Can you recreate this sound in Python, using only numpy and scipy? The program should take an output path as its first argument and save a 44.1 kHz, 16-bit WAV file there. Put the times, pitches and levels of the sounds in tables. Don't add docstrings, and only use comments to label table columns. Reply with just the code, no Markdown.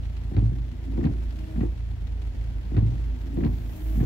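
import sys
import numpy as np
from scipy import signal
from scipy.fft import rfft, irfft
from scipy.io import wavfile

SR = 44100
rng = np.random.default_rng(int(sys.argv[2]) if len(sys.argv) > 2 else 0)


def nominal_scale(level):
    x = np.asarray(level, float) / 20
    return 10 ** x


def to_wav(sig):
    pcm = np.clip(np.atleast_2d(sig), -1, 1) * 32767
    pcm = np.round(pcm).astype(np.int16)
    wavfile.write(sys.argv[1], SR, pcm.T)


N = 178823
RIGHT_LAG_SAMPLES = 20


def rms_one(x):
    return x / np.sqrt(np.mean(x ** 2) + 1e-20)


def in_time(rows):
    s, *columns = np.transpose(rows)
    return [np.interp(np.arange(N) / SR, s, c) for c in columns]


def at_hz(points, hz):
    point_hz, value = np.array(points).T
    return np.interp(np.log(hz), np.log(point_hz), value)


def drift(rate_hz):
    r = np.exp(-80 * np.pi * rate_hz / SR)
    noise = rng.standard_normal(N // 40 + 2002)
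    slow = signal.lfilter([1], [1, -2 * r, r * r], noise)[2000:]
    return np.interp(np.arange(N) / 40, np.arange(len(slow)), rms_one(slow))


def tone(hz, level_db, wobble, rough_db):
    phase = 2 * np.pi * np.cumsum(hz) / SR + wobble * drift(12)
    return np.sqrt(2) * nominal_scale(level_db + rough_db * drift(29)) * np.sin(phase)


def ring(clicks, hz, t60_s):
    r = 10 ** (-3 / (max(t60_s, 1e-4) * SR))
    w = 2 * np.pi * hz / SR
    return signal.lfilter([0, np.sin(w)], [1, -2 * r * np.cos(w), r * r], clicks + 1e-18)


def clicks_at(rows, level_db):
    out = np.zeros(N)
    np.add.at(out, (np.array(rows)[:, 0] * SR).astype(int), nominal_scale(level_db))
    return out


def fade(clicks, t60_s, rise_s=0.0011):
    r = 10 ** (-3 / (max(t60_s, 1e-4) * SR))
    q = np.exp(-1 / (rise_s * SR))
    fall = signal.lfilter([1], [1, -r], clicks + 1e-18)
    return signal.lfilter([1 - q], [1, -q], fall)


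def place(x, pan_db, lag=0):
    late = np.pad(x, (lag, 0), "edge")[:N]
    return np.array([x * nominal_scale(pan_db / 2), late * nominal_scale(-pan_db / 2)])


def band_pass(x, low_hz, high_hz, order):
    return signal.sosfilt(signal.butter(order, [low_hz, high_hz], "band", fs=SR, output="sos"), x)


def noise_band(low_hz, high_hz, order):
    return rms_one(band_pass(rng.standard_normal((2, N)), low_hz, high_hz, order))


# (f/Hz, correlation)
LIKENESS = [(60, .95), (130, .9), (290, .7), (640, .25), (1400, -.05), (15000, 0)]
# (f/Hz, L-R level/dB)
LEANING = [(60, -16), (99, -0.5), (160, 4), (270, 0), (450, -2), (740, 1.5), (1220, 2.5), (2010, -3),
           (3330, 6.5), (5500, 0), (9080, 0.5), (15000, 1.5)]


def bands(source, spectrum, low_hz, patchy_db, shared):
    edges = np.geomspace(low_hz, 16500, int(3 * np.log2(16500 / low_hz)))
    out, together = 0, drift(22)
    for k, (low, high) in enumerate(zip(edges, edges[1:])):
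        hz = np.sqrt(low * high)
        if hz > spectrum[-1][0]:
            break
        pair = band_pass(source[k % len(source)], low, high, 2)
        alike = np.clip(at_hz(LIKENESS, hz), -1, 1)
        own = np.sqrt(1 - alike)
        common = (np.sqrt(1 + alike) - own) / 2
        gain = nominal_scale(at_hz(spectrum, hz) + patchy_db * (shared * together + drift(20)))
        lean = nominal_scale(at_hz(LEANING, hz) / 2 * np.array([[1], [-1]]))
        out = out + gain * lean * (own * pair + common * pair.sum(axis=0))
    return out / np.std(out.mean(axis=0))


def running(rows):
    t = np.arange(N) / SR
    return np.clip(np.minimum(t - rows[0][0], rows[-1][0] - t) / .05 + .5, 0, 1)


# (t/s, thud level/dB, frame level/dB, glass level/dB)
MOMENTS = [
    (.365, 0.1, -2.5, -2.4),
    (1.043, -2.2, -2.2, -0.8),
    (1.606, 0, -2.6, -0.6),
    (2.765, 1.2, -1, -0.3),
    (3.439, -4, -2.4, -0.2),
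    (4.002, 6, -3.8, -1.7),
]


def sweeps(rows):
    return [[(s + start[0], *rest) for s, *rest in rows] for start in MOMENTS[::3]]


def contacts(tables, extra):
    rows, kinds = [], []
    for k, moment in enumerate(MOMENTS):
        for row in tables[k % 3]:
            rows.append(np.array(row) + np.array(moment)[extra])
            kinds.append(k % 3)
    return np.array(rows), np.array(kinds)


# (t/s, f/Hz, level/dB)
THIRD = [(0, 82.75, -37), (.7, 83.1, -40), (1.4, 83.45, -41), (2, 83.29, -37.5), (2.7, 82.92, -41),
         (3.3, 82.16, -40), (4.05, 81.4, -44)]
# (multiple of shaft speed, level/dB)
UPPER_ORDERS = [(1, -58), (4, -46.5), (5, -52.5), (6, -57), (8, -67.5)]
# (t/s after start, f/Hz, level/dB)
HUM = [(-.15, 113.8, -43), (-.06, 109.5, -45), (.16, 120.6, -32.5), (.29, 123.8, -40), (.39, 113.4, -53),
       (.73, 111.1, -36.5), (1.03, 110.4, -50.5), (1.5, 111.2, -45)]
# (t/s, level/dB)
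SWELL = [(0, -31), (.3, -31), (.42, -22), (.6, -26.5), (.82, -33.5), (.95, -27), (1.24, -27), (1.4, -32),
         (1.66, -25), (1.95, -31), (2.3, -27.5), (2.65, -32), (2.81, -24), (3.12, -26.5), (3.27, -30),
         (3.51, -26), (3.72, -31), (3.97, -22)]
# (t/s, depth level/dB)
NULLS = [(.33, -3.5), (.535, -6), (.74, -9), (1.07, -22), (1.49, -15), (1.775, -9.5), (2.0, -6),
         (2.33, -13.5), (2.939, -6.5), (3.195, -5.5), (3.33, -3.5), (3.635, -6), (3.775, -18), (4.06, -7)]


def engine():
    third_hz, third_db = in_time(THIRD)
    t = np.arange(N) / SR
    null_s = 0.034
    null_db = sum(depth_db * np.exp(-((t - s) / null_s) ** 2) for s, depth_db in NULLS)
    boom = tone(third_hz * 2 / 3, in_time(SWELL)[0] + null_db, wobble=.1, rough_db=.5)
    third = tone(third_hz, third_db, wobble=.1, rough_db=.8)
    upper = sum(tone(round(k) * third_hz / 3, level_db, wobble=.4, rough_db=2.5)
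                for k, level_db in UPPER_ORDERS)
    hum = tone(*in_time(sum(sweeps(HUM), [])), wobble=.3, rough_db=2.5)
    air = ring(ring(rng.standard_normal(N), 46.2, 0.35), 46.0, 0.41)
    low = boom + nominal_scale(-40.5) * rms_one(air)
    lag = 2 * RIGHT_LAG_SAMPLES
    return place(low, -1.9, lag) + place(third + upper + hum, -.2, lag)


# (t/s, patter level/dB)
RAIN = [(0, -60.5), (.5, -61), (1.25, -59.5), (1.6, -59), (1.85, -61.5), (2.3, -60), (3.6, -59),
        (4.05, -57)]
# (f/Hz, level/dB per Hz)
PATTER = [(210, -33), (350, -11.5), (398, 1.5), (445, -11), (498, -3), (707, -1.5), (1020, -8.5),
          (1090, -10), (1760, -8), (3230, -13), (7790, -24.5), (8850, -28.5), (16000, -29)]


def rain():
    patter_db, = in_time(RAIN)
    fine_db = -80.5 + 1.3 * (patter_db - patter_db.mean())
    born = rng.random(N) < 160 / SR
    size_db = 4.3 * np.minimum(rng.exponential(1, N), 2.5)
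    port_db = 3.7 * rng.standard_normal((2, N))
    ticks = rms_one(fade(born * nominal_scale(size_db) * nominal_scale(port_db), 0.0047))
    source = rng.standard_normal((2, 2, N)) * (1 + 0.28 * ticks)
    wash = bands(source, PATTER, 350, patchy_db=.7, shared=.9)
    top = signal.sosfilt(signal.butter(4, 8000, "high", fs=SR, output="sos"), wash)
    return nominal_scale(patter_db + 4) * (wash - top) + nominal_scale(fine_db + 9.5) * rms_one(top)


# (t/s, peak level/dB, splash level at 6-14 kHz/dB, L-R level/dB)
DROPS = [(0.0526, -37, -66, -3), (0.127, -47, -73, 5), (0.1665, -35, -68, -3), (0.2345, -39, -61.5, -1),
         (0.4587, -40.5, -66.5, -5), (0.584, -39.5, -71, 0), (0.7143, -37.5, -63.5, 4),
         (0.849, -42, -60, 8), (1.12, -42, -62, 1), (1.237, -43, -62, 1), (1.306, -35.5, -74.5, 3),
         (1.357, -37, -62.5, 1), (1.3868, -36, -59.5, 6), (1.475, -44, -65.5, 6), (1.5094, -54, -58.5, -3),
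         (1.7755, -40.5, -66.5, 9), (2.0697, -38, -83, 6), (2.121, -40.5, -72, -2), (2.217, -36, -62.5, 2),
         (2.4105, -39, -66.5, -1), (2.4403, -39.5, -78.5, 6), (2.863, -39.5, -61, 3),
         (2.9816, -43.5, -69, 1.5), (3.038, -38, -72.5, 3), (3.2115, -39.5, -70, 5), (3.3394, -56, -55, 0),
         (3.704, -52, -64, 1), (3.759, -45, -50.5, 16.5), (3.895, -42.5, -65, 10)]


def big_drops():
    s, tap_db, splash_db, pan_db = np.transpose(DROPS)
    taps = np.array([fade(clicks_at(DROPS, tap_db - 13.5 + way * pan_db / 2), 0.054, rise_s=0.00073)
                     for way in (1, -1)])
    splashes = fade(clicks_at(DROPS, splash_db - 5.5), 0.1, rise_s=.0015)
    return noise_band(820, 3940, order=2) * taps + noise_band(6000, 14000, order=2) * splashes


# (t/s, level/dB)
SPRAY = [(3.2, -72.5), (3.33, -78), (3.342, -78), (3.398, -72.5), (3.812, -61.5), (3.982, -58.5),
         (4.05, -64)]
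# (f/Hz, level/dB per Hz)
SPRAY_COLOUR = [(3240, -34), (5500, 2.5), (9110, -8), (11800, 0), (13300, 4), (15200, 5), (16000, -3)]


def spray():
    level_db, = in_time([(SPRAY[0][0] - .1, -110)] + SPRAY)
    hiss = bands(rng.standard_normal((2, 2, N)), SPRAY_COLOUR, 5500, patchy_db=.6, shared=.8)
    return nominal_scale(level_db) * hiss * nominal_scale([[-4], [3]])


# (t/s after start, level/dB)
WIPE = [(.72, -79), (1.0, -70), (1.25, -71.5), (1.31, -73)]


def wipe():
    gain = sum(running(rows) * nominal_scale(in_time(rows)[0]) for rows in sweeps(WIPE))
    return noise_band(5000, 15500, order=1) * gain


# (t/s after start, level/dB)
DRIVE = [(-.15, -47.5), (.1, -37), (.42, -51.5), (.685, -27), (.86, -47.5), (1.05, -44), (1.22, -46),
         (1.42, -48)]
# (f/Hz, level/dB per Hz)
RUMBLE = [(85, -24), (105, 2.5), (140, -10.5), (175, -2.5), (230, -7.5), (300, -4.5), (345, -19),
          (440, -25), (900, -42.5)]
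# (t/s after start, f/Hz, level/dB)
GEAR = [
    [(.185, 245, -69.5), (.36, 244, -46.5), (.47, 257.5, -52.5), (.535, 272, -44), (.595, 274.9, -31.5)],
    [(.735, 250, -51), (.885, 246, -48.5), (.98, 243.7, -58)],
]
# (t/s after start, f/Hz, level/dB, octave level/dB)
WHINE = [
    [(.3, 334, -54, -67), (.435, 340, -57, -70), (.55, 326.6, -52, -70)],
    [(.745, 348.7, -52, -72), (.905, 336, -53, -66)],
    [(.965, 305, -52, -57), (1.09, 317.4, -44.5, -59.5), (1.21, 312.4, -44.5, -49.5)],
]


def motor():
    rumble_db, = in_time(sum(sweeps(DRIVE), []))
    noise = rng.standard_normal((2, 2, N))
    rumble = nominal_scale(rumble_db) * bands(noise, RUMBLE, 91.2, patchy_db=-1.5, shared=0.54)
    rumble[1] = np.pad(rumble[1], (RIGHT_LAG_SAMPLES, 0))[:N]
    whine = np.zeros(N)
    for part in GEAR:
        for rows in sweeps(part):
            whine += running(rows) * tone(*in_time(rows), wobble=0.64, rough_db=3.5)
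    for part in WHINE:
        for rows in sweeps(part):
            hz, level_db, octave_db = in_time(rows)
            pair = tone(hz, level_db, wobble=.4, rough_db=3.5)
            pair = pair + tone(2 * hz, octave_db, wobble=.3, rough_db=1.5)
            whine += running(rows) * pair
    return rumble + place(whine, 1.6, RIGHT_LAG_SAMPLES)


# (t/s, peak level/dB)
SQUEAKS = [
    (4.0408, -47),
    (4.046, -56),
]


def squeaks():
    return place(ring(clicks_at(SQUEAKS, np.array(SQUEAKS)[:, 1]), 6300, 0.0074), 7.3)


# (t/s after moment, peak level/dB, level at 2.2-4.5 kHz/dB)
FLIPS = [
    [(-.02, -48, -54.5), (.0006, -36, -43.5), (.022, -47, -52)],
    [(-.069, -47, -55), (-.033, -44, -64), (-.003, -36.5, -80), (.009, -56, -42), (.024, -44, -54)],
    [(-.047, -42.5, -81), (.0015, -38.5, -64), (.024, -54.5, -75), (.048, -65, -64)],
]


def flips():
    rows, kind = contacts(FLIPS, extra=[0, 3, 3])
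    s, dull_db, bright_db = np.transpose(rows)
    dull_crack = fade(clicks_at(rows, dull_db - 7), .015, rise_s=.0002)
    bright_crack = fade(clicks_at(rows, bright_db - 5), .015, rise_s=.0002)
    dull_tail = fade(clicks_at(rows, dull_db - 7.5), 0.099)
    bright_tail = fade(clicks_at(rows, bright_db - 9), 0.079)
    dull = noise_band(1100, 2260, order=2) * (dull_crack + dull_tail)
    return dull + noise_band(2230, 4470, order=4) * (bright_crack + bright_tail)


# (f/Hz, level/dB, t60/s)
FLOOR_PAN = [(95, -13, .12), (110, 0, .2), (128, -8, .12)]
# (f/Hz, level/dB, t60/s)
PILLAR = [(84, 0, .13), (112, -5, .1), (128, -9, .1)]
# (f/Hz, level/dB, t60/s)
SILL = [(116, -4.5, 0.26), (140, -5.5, 0.17)]
# (f/Hz, level/dB, t60/s)
LINKAGE = [(158.3, -7, 0.1), (197, -1.5, 0.17), (227.5, 0.5, 0.069), (243.8, 2.5, 0.042)]
# (f/Hz, level/dB, t60/s)
COWL = [(272, 1.5, 0.04), (297.5, 7, 0.09), (337.7, 2, 0.17), (408, -3, 0.046)]
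# (f/Hz, level/dB, t60/s)
GLASS = [(462.6, -2, 0.086), (488, -5, 0.17), (523, -24, 0.18)]
# (f/Hz, level/dB, t60/s)
ARM = [(722, -5.5, 0.27), (763, 3, 0.11), (858, -6.5, 0.25), (907, -2, 0.017)]
# (t/s after moment, thud level/dB, linkage level/dB, cowl level/dB, glass level/dB)
START = [
    (-.049, -57.5, -29.5, -33.5, -47),
    (-.023, -19, -31, -33, -47),
    (0.0, -8.5, -31.5, -28, -33.5),
    (.0105, -12.5, -20, -26.5, -38),
    (.056, -12, -23, -30.5, -50.5),
    (.083, -16, -46, -42, -66),
    (.099, -22.5, -51, -42.5, -70),
    (.151, -22.5, -36, -38.5, -55),
]
# (t/s, then four level/dB)
TURN = [
    (-.108, -23, -59, -38, -80),
    (-.069, -29.5, -22.5, -31.5, -33.5),
    (-.054, -23, -40, -23.5, -46),
    (-.014, -45, -19, -29.5, -39),
    (0.0, -15.5, -18, -28, -33.5),
    (0.0133, -12.5, -15.5, -25, -32.5),
    (.047, -18.5, -24.5, -44.5, -59),
]
# (t/s, then four level/dB)
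REST = [
    (-.05, -29, -26, -50, -51),
    (-.03, -41, -20, -33, -72),
    (-.017, -54, -21.5, -54, -44),
    (0.0, -15.5, -16.5, -28.5, -40.5),
    (.024, -21, -30, -23.5, -31),
    (.047, -30, -35, -34, -54),
]


def knocks():
    rows, kind = contacts([START, TURN, REST], extra=[0, 1, 2, 2, 3])
    s, thud_db, linkage_db, cowl_db, glass_db = np.transpose(rows)
    arm_db = -3 + glass_db + 0.56 * (-41 - glass_db)
    pan_thud_db, pillar_db, sill_db = [np.where(kind == k, thud_db, -200) for k in range(3)]
    # (strike dB, modes, ring dB, rattle dB, L-R dB)
    parts = [(pan_thud_db, FLOOR_PAN, -5.5, -28, -.3),
             (pillar_db, PILLAR, -3, -28, -.3),
             (sill_db, SILL, -3, -28, .3),
             (linkage_db, LINKAGE, -4, -23, 1.2),
             (cowl_db, COWL, -4, -19, 1.2),
             (glass_db, GLASS, -1.5, -15, 1.8),
             (arm_db, ARM, -5, -9, 1.8)]
    out = np.zeros((2, N))
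    for k, (strike_db, modes, ring_db, rattle_db, pan_db) in enumerate(parts):
        hits = clicks_at(rows, strike_db)
        low_hz, high_hz = .75 * modes[0][0], 1.2 * modes[-1][0]
        push = band_pass(hits + 1e-18, low_hz, high_hz, 3)
        for hz, level_db, t60_s in modes:
            lag = RIGHT_LAG_SAMPLES + 10 - 2 * k + rng.integers(-2, 3) * k
            out += place(nominal_scale(ring_db + level_db) * ring(push, hz, t60_s), pan_db, max(lag, 0))
        scatter = fade(hits, .14, rise_s=.006)
        out += nominal_scale(rattle_db) * noise_band(low_hz, high_hz, order=4) * scatter
    return out


def scene():
    background = engine() + rain() + big_drops() + spray()
    return background + wipe() + motor() + squeaks() + flips() + knocks()


def roll_off(x):
    return signal.sosfilt(signal.butter(12, 16430, fs=SR, output="sos"), x)


def record(dry):
    mirrored = np.concatenate([dry, dry[:, ::-1]], axis=1)
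    spectrum = rfft(mirrored)
    spectrum[:, round(15760 * 2 * N / SR):] = 0
    return roll_off(irfft(spectrum)[:, :N])


dry = scene()
out = record(dry)
to_wav(out)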